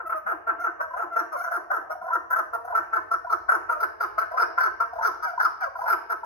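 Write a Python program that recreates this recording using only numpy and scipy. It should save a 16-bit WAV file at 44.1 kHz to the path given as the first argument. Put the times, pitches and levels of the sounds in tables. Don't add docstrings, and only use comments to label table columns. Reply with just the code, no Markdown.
import sys
import numpy as np
from scipy import signal
from scipy.fft import rfft, irfft, next_fast_len
from scipy.io import wavfile
from scipy.ndimage import uniform_filter1d, map_coordinates

SR = 44100
rng = np.random.default_rng(int(sys.argv[2]) if len(sys.argv) > 2 else 0)


def log_audio(samples):
    frames = np.atleast_2d(samples).T
    limited = np.clip(frames, -1, 1)
    pcm = np.round(limited * 32767).astype(np.int16)
    wavfile.write(sys.argv[1], SR, pcm)


N = 275625


def amp(db):
    return 10 ** (np.asarray(db) / 20)


def unit(x):
    return x / np.sqrt(np.mean(x ** 2) + 1e-20)


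def along(points, hz):
    f, v = np.transpose(points)
    return np.interp(np.log(hz + 1), np.log(f + 1), v)


def over_time(points):
    return np.interp(np.arange(N) / SR, *np.transpose(points))


def wobble(knots_per_s):
    knots = rng.standard_normal(int(N * knots_per_s / SR) + 4)
    return map_coordinates(knots, [np.arange(N) * knots_per_s / SR])


def filtered(x, response):
    m = next_fast_len(N + SR // 2)
    return irfft(rfft(x, m) * response(np.fft.rfftfreq(m, 1 / SR)), m)[..., :N]


def modes(table):
    def response(f):
        total = 0
        for k, (c, width, db) in enumerate(table):
            total = total + (-1) ** k * amp(db) * 1j * f * width / (c * c - f * f + 1j * f * width)
        return total
    return response


def noise(spectrum):
    return unit(filtered(rng.standard_normal(N), lambda hz: amp(along(spectrum, hz))))


def add(track, start_s, sound):
    part = track[max(round(start_s * SR), 0):][:len(sound)]
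    part += sound[:len(part)]


def swell(hold_s, rise, fall):
    t = np.arange(int((abs(hold_s) + 6 * fall) * SR)) / SR
    return t, (1 - np.exp(-(t / rise) ** 2)) * np.exp(-np.maximum(t - hold_s, 0) / fall)


# time_s, deep_db, hum_db (hum before an 8 dB cut)
RUMBLE_LEVELS = [(0.0, -68.5, -68), (1.781, -75.5, -70), (2.909, -67, -62), (6.25, -68.5, -71.5)]
# hz, relative_db_per_hz
DEEP_SPECTRUM = [(20, -22), (40, 4), (60, 4), (90, 2.5), (110, -5), (140, -60.5)]


def rumble():
    time_s, deep_db, hum_db = np.transpose(RUMBLE_LEVELS)
    t = np.arange(N) / SR
    hum = noise([(75, -52.0), (90, -12.5), (96, 9.5), (104, -4.5), (120, -39.5)])
    waver = amp(1.5 * wobble(5))
    deep = amp(np.interp(t, time_s, deep_db)) * waver * noise(DEEP_SPECTRUM)
    shared = deep + amp(np.interp(t, time_s, hum_db) - 8.0) * hum
    air = [(30, -15.5), (70, -6.5), (130, -8.5), (250, -5.0),
           (1500, -12.0), (3000, -49.5), (6000, -71.5), (16000, -75)]
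    return shared + amp(-75.0) * noise(air) + amp(-69.0) * np.array([noise(air), noise(air)])


# start_s, level_db, pitch_hz, t60_s
KNOCK_EVENTS = [(0.251, -55.5, 199, 0.2), (2.016, -56, 202, 0.17)]


def knocks():
    out, t = np.zeros(N), np.arange(SR // 3) / SR
    for start_s, db, hz, t60_s in KNOCK_EVENTS:
        envelope = amp(db - 60 * t / t60_s) * (1 - np.exp(-t / 0.0039))
        add(out, start_s, envelope * np.sin(2 * np.pi * hz * t))
    return out


# hz, left_lead_rad
PORT_LEAD = [(300, 0), (355, 0), (395, 2.9), (460, 2.5), (620, 2), (700, .6), (850, 1.6), (1080, .7),
             (1130, 3.1), (1210, 3.9), (1280, 6.8), (1410, 7.1), (1480, 8.3), (1570, 9.9), (1800, 9.3),
             (1950, 12.4), (2150, 12.2), (2550, 12.4), (2800, 9.8), (4570, 12.6), (6300, 6.3),
             (15900, -6.3)]
# hz, left_minus_right_db
PORT_TILT = [(380, -1.5), (700, 1), (2400, .4), (4400, 2), (8000, 0)]


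def ports(x):
    side = np.array([[.5], [-.5]])

    def response(hz):
        lead_rad = np.interp(hz, *np.transpose(PORT_LEAD))
        return amp(side * along(PORT_TILT, hz)) * np.exp(1j * side * lead_rad)
    return filtered(x, response)


# hz, t60_s
ROOM_DECAY = [(300, 0.64), (800, 0.89), (1400, 0.3), (2200, 0.92), (3000, 0.87), (6500, 0.5), (10000, 0.36),
              (15000, .21)]
# hz, share_0_to_1
ROOM_ALIKE = [(300, .8), (1000, .5), (1450, .35), (2000, .1), (6000, .1), (9000, .8)]
BARS_DB, BARS_T60_S = 5, .035


def room(x):
    out, size = np.zeros((3, N + 2 * SR)), SR // 4
    x = np.pad(x, (size, 0))
    for start in range(0, N + size, size):
        hz, t, z = signal.stft(rng.standard_normal((3, SR // 2)), SR, nperseg=256)
        wall_decay = amp(-60 * t / along(ROOM_DECAY, hz)[:, None])
        bar_decay = amp(BARS_DB - 60 * t / BARS_T60_S)
        tail = signal.istft(z * (wall_decay + bar_decay), SR, nperseg=256)[1]
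        part = x[start:start + 2 * size]
        windowed = part * np.hanning(2 * size)[:len(part)]
        wet = signal.fftconvolve(windowed[None], tail / 60, axes=1)
        out[:, start + 250:][:, :wet.shape[1]] += wet
    out = out[:, size:size + N]
    share = lambda hz: np.clip(along(ROOM_ALIKE, hz), 0, 1)
    common = filtered(out[0], lambda hz: np.sqrt(share(hz)))
    separate = filtered(out[1:], lambda hz: np.sqrt(1 - share(hz)))
    return ports(common) + separate


# start_s, peak_after_s, length_s, first_hz, last_hz, level_db, air_db
ANSWER_NOTES = [(0.047, 0.028, 0.037, 660, 655, -32, -42), (0.139, 0.018, 0.048, 641, 604.7, -27.5, -44.5),
                (0.581, 0.041, 0.063, 677, 697, -31, -43.5), (0.788, 0.015, 0.042, 559, 552.4, -33, -57.5),
                (1.105, 0.02, 0.07, 679, 649, -33, -49), (1.324, 0.011, 0.051, 621, 530, -28.5, -54),
                (1.349, .04, 0.13, 722.4, 708.5, -34, -44.5), (1.906, 0.016, 0.034, 698.4, 724, -35.5, -65),
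                (3.711, 0.013, 0.075, 638, 593, -30.5, -64), (5.249, 0.034, 0.069, 794, 667.5, -31, -52.5),
                (5.608, 0.0064, .08, 832.6, 498.7, -30.5, -61.5)]
# multiple, level_db
ANSWER_PARTIALS = [(1, -2), (2, 4), (3, -21), (4, -33)]
ANSWER_RISE_DB, ANSWER_FADE_DB = 9.5, 6.5


def answers():
    out = np.zeros(N)
    quaver, tremble_db = .025 * wobble(110), 3 * wobble(70)
    for start_s, peak_s, length_s, first_hz, last_hz, db, _ in ANSWER_NOTES:
        t = np.arange(0, length_s, 1 / SR)
        at = ((start_s + t) * SR).astype(int)
        glide_hz = first_hz + (last_hz - first_hz) * t / length_s
        phase = 2 * np.pi * np.cumsum(glide_hz * (1 + quaver[at])) / SR
        edge = np.clip(np.minimum(t, length_s - t) / 0.0077, 0, 1)
        tone = sum(amp(level) * np.sin(k * phase) for k, level in ANSWER_PARTIALS)
        shape_db = np.interp(t, [0, peak_s, length_s], [-ANSWER_RISE_DB, 0, -ANSWER_FADE_DB])
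        add(out, start_s, edge * amp(db + shape_db + tremble_db[at]) * tone)
    return out


# start_s, level_db (1.5 dB added in play), second_partial_hz, upper_partial_relative_db
PIP_NOTES = [(0.474, -29, 672, -17), (0.911, -30.5, 1033, -19), (0.94, -27.5, 998, -29),
             (1.164, -32, 670, -5), (1.358, -24.5, 1024, -4.5), (1.516, -24, 686, -3.5),
             (1.706, -25.5, 702, 0.5), (1.925, -25, 713, -19.5), (1.955, -30, 727, -12.5),
             (1.976, -36.5, 710, -6), (2.018, -28.5, 699, -3), (2.026, -29.5, 1011, -18),
             (2.046, -28.5, 656, -7), (2.068, -24.5, 718, -13.5), (2.088, -28.5, 989, -9),
             (2.107, -19.5, 995, -25), (2.652, -27.5, 712, -12), (2.682, -27.5, 744, -9.5),
             (2.706, -26.5, 695, -12.5), (2.727, -22, 969, -14), (3.25, -26.5, 711, -3),
             (3.273, -27, 986, -21), (3.49, -30.5, 659, -9), (4.182, -27, 659, -9),
             (4.318, -26, 678, -12.5), (4.347, -26, 1013, -13.5), (4.935, -24.5, 708, -14),
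             (4.964, -29.5, 694, -6.5), (4.99, -22, 899, -19), (5.013, -23, 948, -11.5),
             (5.204, -39.5, 706, 7.5), (5.338, -26, 712, -10), (5.381, -17, 976, -13),
             (5.757, -26.5, 1009, -25.5), (5.76, -33, 703, 4.5), (5.793, -25, 802, -8),
             (5.82, -20.5, 967, -10.5), (5.842, -19.5, 1000, -18.5), (5.865, -22, 939, -5.5),
             (5.881, -23, 905, -19), (6.236, -24, 918, -10)]
PIP_RISE_S, PIP_HOLD_S, PIP_FALL_S = 0.0067, 0.0087, 0.0034
PIP_SAG = 0.017
RING_HZ = 1400


def pips():
    out = np.zeros(N)
    t, shape = swell(PIP_HOLD_S, rise=PIP_RISE_S, fall=PIP_FALL_S)
    sagging_t = t + PIP_SAG * t * (1 - t / (2 * PIP_HOLD_S))
    phases = rng.standard_normal(size=(len(PIP_NOTES), 2))
    for (start_s, db, hz, ring_db), (tone_rad, ring_rad) in zip(PIP_NOTES, phases):
        phase = 2 * np.pi * hz * sagging_t + tone_rad
        ratio = round(2 * RING_HZ / hz) / 2
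        tone = np.sin(phase) + amp(ring_db) * np.sin(ratio * phase + ring_rad)
        add(out, start_s - .007, amp(db + 1.5) * shape * tone)
    return out


# first_throb_s, span_to_last_throb_s, first_db, last_db, chest_share_db, tip_first_db, tip_last_db,
# air_db, low_note_db (-70 = none)
CLUCK_CALLS = [(.007, .0052, -36, -33, -8, 6, 2, -64, -51.5),
               (.105, .026, -26, -25, -14.5, -3.5, -0.5, -50, -51),
               (.274, .05, -27.5, -28, -9, 2, 3, -46.5, -40.5),
               (.481, .018, -26, -23.5, -13, 0, 0, -50.5, -41),
               (.649, .024, -21, -28, -13, -1, 2.5, -48.5, -42),
               (0.813, 0.028, -28, -30, -8.5, 6.5, -4, -50, -70),
               (.978, .052, -30.5, -27.5, -9.5, 0, -2, -50.5, -41),
               (1.171, .029, -21, -27, -8, 1.5, 7, -41.5, -40),
               (1.332, 0.0099, -27, -30, -8, -9, -8, -44.5, -70),
               (1.446, .033, -31, -29.5, -8, 1.5, -0.5, -52.5, -70),
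               (1.523, .044, -27, -28.5, -10, 5, 0, -42, -41.5),
               (1.718, .054, -23.5, -30.5, -9.5, 1, 3, -44, -43),
               (1.909, 0.016, -27, -29, -3.5, -2.5, -4, -45.5, -70),
               (2.137, .022, -17.5, -19.5, -13.5, -7.5, 0.5, -39.5, -42),
               (2.313, .024, -29.5, -24, -21, 3.5, 5, -39.5, -70),
               (2.368, .028, -24, -21, -9.5, 0.5, 0, -40, -44),
               (2.541, .014, -23, -23.5, -6, -6.5, -10.5, -43.5, -54),
               (2.758, .022, -18, -24.5, -23.5, -3.5, 2.5, -39, -43.5),
               (2.938, .033, -24, -24, -11, 2.5, 2.5, -46, -39),
               (3.121, .021, -18.5, -19, -14.5, -11, -3, -45.5, -48),
               (3.307, .026, -21.5, -18, -13.5, -13, -4, -43, -40),
               (3.497, .058, -19, -25.5, -15, 0, 3, -41.5, -37.5),
               (3.702, .027, -17, -26, -13, -5, -2.5, -42.5, -49),
               (3.811, .028, -27.5, -23, -10.5, -4, 6, -36, -39),
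               (4.013, .026, -25, -23, -13, 0.5, 1.5, -37.5, -39.5),
               (4.189, .034, -21, -29, -9, -1.5, 5, -43, -50),
               (4.382, .046, -20.5, -19.5, -13, -1.5, 3, -38, -38.5),
               (4.586, .083, -21.5, -23.5, -20.5, 5, 4, -41, -40.5),
               (4.812, .018, -16.5, -22.5, -10, -3, -3.5, -43, -54.5),
               (5.033, .045, -26.5, -18, -20.5, 5, -5, -38.5, -37.5),
               (5.234, 0.017, -26, -25.5, -22.5, -3, 3, -44.5, -70),
               (5.408, .05, -24.5, -17.5, -22, 8.5, -8, -40, -45.5),
               (5.617, .025, -28, -29, -26.5, 3.5, 6, -41, -70),
               (5.886, .046, -27, -17.5, -14, 8, -1.5, -32, -38.5),
               (6.106, .022, -27, -22.5, -8, 5.5, 2, -37.5, -43),
               (6.246, .0088, -36.5, -36, -4, -0.5, 0, -54, -70)]
# first_throb_s, span_to_last_throb_s, first_db, last_db, air_db
LEAD_IN_CALLS = [(0.916, 0.082, -40, -27.5, -61.5), (2.029, .088, -42.5, -31, -60),
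                 (2.655, 0.085, -41.5, -29.5, -58), (4.324, 0.044, -31.5, -32, -55),
                 (4.937, 0.08, -38.5, -35.5, -64), (5.766, 0.1, -42, -31.5, -52.5)]
THROAT_DB = -9.5
LEAD_CHEST_DB, LEAD_THROAT_DB = (-6.5, -3), (-1.5, -8.5)
LEAD_TIP_DB = 3.5


def trains():
    calls = []
    for s, span, first, last, chest, tip_first, tip_last, *_ in CLUCK_CALLS:
        calls.append((s, span, (first, last), (chest, chest), (THROAT_DB, THROAT_DB), (tip_first, tip_last)))
    for s, span, first, last, _ in LEAD_IN_CALLS:
        calls.append((s, span, (first, last), LEAD_CHEST_DB, LEAD_THROAT_DB, (LEAD_TIP_DB, LEAD_TIP_DB)))
    return calls


FALL_EARLY_S, FALL_S = .024, 0.041


def low_notes():
    return [(max(s + max(span - FALL_EARLY_S, 0), 0), db) for s, span, *_, db in CLUCK_CALLS if db > -65]


REST_HZ, TENSE_HZ = 321, 484.9


def pitch():
    t, tension = np.arange(N) / SR, np.zeros(N)
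    for s, _ in low_notes():
        near = slice(max(int(s * SR) - SR // 6, 0), int(s * SR) + SR // 6)
        rise = 1 / (1 + np.exp((s - .03 - t[near]) / .016))
        drop = 1 / (1 + np.exp((t[near] - s - .8 * FALL_S) / .009))
        tension[near] = np.maximum(tension[near], rise * drop)
    return REST_HZ + (TENSE_HZ - REST_HZ) * tension


# time_s, change_db
LOW_NOTE_FADE = [(0, 8), (2.5, 2.5), (3.6, -9), (4.6, -13.5), (6.25, -17)]
SLACK_SAG, SLACK_DULL = .04, 4


def falls():
    level, hz = np.zeros(N), pitch()
    for s, db in low_notes():
        add(level, s - .006, amp(db) * swell(FALL_S + .008, rise=.008, fall=.01)[1])
    tension = hz / TENSE_HZ
    slack = (TENSE_HZ - hz) / (TENSE_HZ - REST_HZ)
    sounding_hz = hz * (.96 - SLACK_SAG * slack + 0.01507 * wobble(60))
    phase = 2 * np.pi * np.cumsum(sounding_hz) / SR
    fundamental = amp(over_time(LOW_NOTE_FADE) * (slack - .5)) * np.sin(phase)
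    overtones = amp(4.5) * np.sin(2 * phase) + amp(14.5) * np.sin(3 * phase)
    return level * (fundamental + tension ** SLACK_DULL * overtones)


def syrinx(pitch_hz, jitter, rough):
    phase = np.cumsum(pitch_hz * (1 + jitter * wobble(120))) / SR
    cycle = np.floor(phase)
    strength_db = 4.5 * np.cos(np.pi * cycle) + 1.5 * wobble(200)
    pulses = np.diff(cycle, prepend=0) * amp(strength_db)
    gate = np.exp(-4 * (phase % 1))
    return (1 - rough) * unit(pulses) + rough * unit(gate * rng.standard_normal(N))


THROB_S = .026
THROB_RISE_S, THROB_FALL_S = .010, .0145
ARCH_DB, UNEVEN_DB, SHARE_SCATTER_DB = 1, 1.35, 2.5


def throbs():
    power, calls = np.zeros((4, N)), trains()
    t = np.arange(-2 * THROB_FALL_S, 2 * THROB_FALL_S, 1 / SR)
    bell = np.exp(-4 * (t / np.where(t < 0, THROB_RISE_S, THROB_FALL_S)) ** 2)
    chances = rng.standard_normal(size=(len(calls), 6, 3))
    for (start_s, span_s, *ends), chance in zip(calls, chances):
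        places = np.linspace(0, 1, round(span_s / THROB_S) + 1)
        for u, scatter in zip(places, chance * [UNEVEN_DB, SHARE_SCATTER_DB, SHARE_SCATTER_DB]):
            levels_db = [a + (b - a) * u for a, b in ends] + np.append(scatter, 0)
            db, chest_db, throat_db, tip_db = levels_db
            chest, throat = amp(2 * chest_db), amp(2 * throat_db)
            beak = max(1 - chest - throat, .03)
            shares = np.array([chest, throat, beak, beak * amp(2 * tip_db)])
            s = start_s + u * span_s - 2 * THROB_FALL_S - .003
            throb = amp(2 * (db + ARCH_DB * np.sin(np.pi * u))) * bell
            for track, share in zip(power, shares):
                add(track, s, (share * throb)[max(round(-s * SR), 0):])
    return power


AIR_EARLY_S, AIR_LATE_S = 0.012, 0.0024
AIR_CREST_DB = 9.5
PIP_AIR_DB = -31


def puffs():
    level = np.zeros(N)
    rows = [(s - AIR_EARLY_S, span + AIR_EARLY_S + AIR_LATE_S, db) for s, span, *_, db, _ in CLUCK_CALLS]
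    rows += [(s - AIR_EARLY_S, span + 2 * AIR_EARLY_S, db) for s, span, *_, db in LEAD_IN_CALLS]
    rows += [(s + 0.015, 0.68 * length, db) for s, _, length, *_, db in ANSWER_NOTES]
    for s, hold_s, db in rows:
        add(level, s - .005, amp(db - AIR_CREST_DB) * swell(hold_s, rise=0.013, fall=0.0086)[1])
    pip_shape = swell(PIP_HOLD_S, rise=PIP_RISE_S, fall=PIP_FALL_S)[1]
    for s, db, *_ in PIP_NOTES:
        add(level, s - .007, amp(db + PIP_AIR_DB - AIR_CREST_DB) * pip_shape)
    return level


def patchy(x):
    z = signal.stft(x, nperseg=512)[2]
    across_hz = uniform_filter1d(rng.standard_normal(z.shape), 5, 0)
    field = uniform_filter1d(across_hz, 12, 1)
    return unit(signal.istft(z * amp(3.5 * unit(field)), nperseg=512)[1][:N])


# time_s, facing_0_to_1
HEAD_FACING = [(0, 0.04), (2.9, 0), (3.298, 0.8), (3.603, 0), (3.799, 0.98), (6.25, 0.81)]
# time_s, level_db
AIR_LOW_LEVEL = [(0, -13.5), (1, -5.5), (2.4, -8.5), (3.25, 0.5), (3.62, -7.5), (4.399, -1.5), (5.401, 1.5),
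                 (6.201, -8)]
# hz, relative_db_per_hz
AIR_HIGH_SPECTRUM = [(7000, -61), (7700, -25), (8700, -27.5), (9500, -6.5), (10500, -0.5), (12000, -0.5),
                     (13500, 3.5), (15000, 2.5), (15800, -16)]
AIR_AWAY_SPECTRUM = [(3200, -46), (3600, -22), (4400, -14.5), (5200, -8.5), (5700, 5), (6300, -7),
                     (6900, -9.5), (7400, -37.5), (9000, -89.5)]
AIR_NEAR_SPECTRUM = [(2900, -40), (3300, -19), (4300, -12), (4750, -3), (5350, 0), (5900, -4), (6300, -14),
                     (6800, -45), (9000, -90)]


def rush(power, facing):
    high = puffs()
    low = amp(over_time(AIR_LOW_LEVEL)) * high
    away = np.sqrt(1 - facing) * noise(AIR_AWAY_SPECTRUM)
    lower = away + np.sqrt(facing) * noise(AIR_NEAR_SPECTRUM)
    effort = power[:3].sum(axis=0) + amp(-74.5)
    pulsing = (effort / np.abs(uniform_filter1d(effort, size=SR // 25))) ** .28
    flutter = pulsing * amp(2.5 * wobble(50))
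    return flutter * (high * patchy(noise(AIR_HIGH_SPECTRUM)) + low * patchy(lower))


# hz, width_hz, relative_db
CHEST_MODES = [(708, 185, 15.5), (523, 11, -12)]
THROAT_MODES = [(1034, 36, -3), (944, 40, -13)]
BEAK_MODES = [(1135, 159, -7.5), (1296, 151.5, 0)]
TIP_MODES = [(1521.5, 78.5, 13), (1932, 280, -4)]
# hz, width_hz, relative_db
SIDE_MODES = [(1710, 180, 0)]
SIDE_DB = -15
# hz, width_hz, relative_db
GAPE_MODES = [(1901, 81, 6), (2157, 190, 2), (2473, 31, 4), (2884, 120, -5.5)]
# time_s, level_change_db
BEAK_OPENING = [(0, 9.5), (.4, 7.5), (.8, 4.5), (1.2, 7.5), (1.55, 2), (1.9, -8), (2.2, -9), (2.55, -.5),
                (2.9, 6.5), (3.2, -8), (3.5, 4), (3.8, 2.5), (4.1, 6), (4.4, 4), (4.65, 4), (4.85, -1.5),
                (5.1, 1.5), (5.4, -5), (5.65, 2.5), (5.9, 8), (6.2, 1)]
# hz, gain_db
VOICE_ROLL_OFF = [(250, -37), (500, 19.5), (1600, 1.5), (2000, -15.5), (2950, -13), (3300, -19),
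                  (6000, -69)]


def clucks():
    buzz = syrinx(pitch(), jitter=.018, rough=.08)
    power = throbs()
    facing = np.clip(over_time(HEAD_FACING), 0, 1)
    aside = power[2] * (1 - facing) * amp(2 * SIDE_DB)
    upper = power[2] * amp(2 * (-33.75 + 5.5 * facing + over_time(BEAK_OPENING)))
    tables = (CHEST_MODES, THROAT_MODES, BEAK_MODES, TIP_MODES, SIDE_MODES, GAPE_MODES)
    voice = 0
    for track, table in zip((*power, aside, upper), tables):
        tract = lambda hz: modes(table)(hz) * amp(along(VOICE_ROLL_OFF, hz))
        voice = voice + filtered(np.sqrt(track) * buzz, tract) / np.std(filtered(buzz, tract))
    return voice + rush(power, facing)


def scene():
    birds = clucks() + falls() + answers() + pips()
    return amp(-0.19) * ports(birds) + amp(-1.5) * room(birds) + knocks() + rumble()


TOP_HZ = 15830


def record(dry):
    return filtered(dry, lambda hz: hz < TOP_HZ)


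dry = scene()
out = record(dry)
log_audio(out)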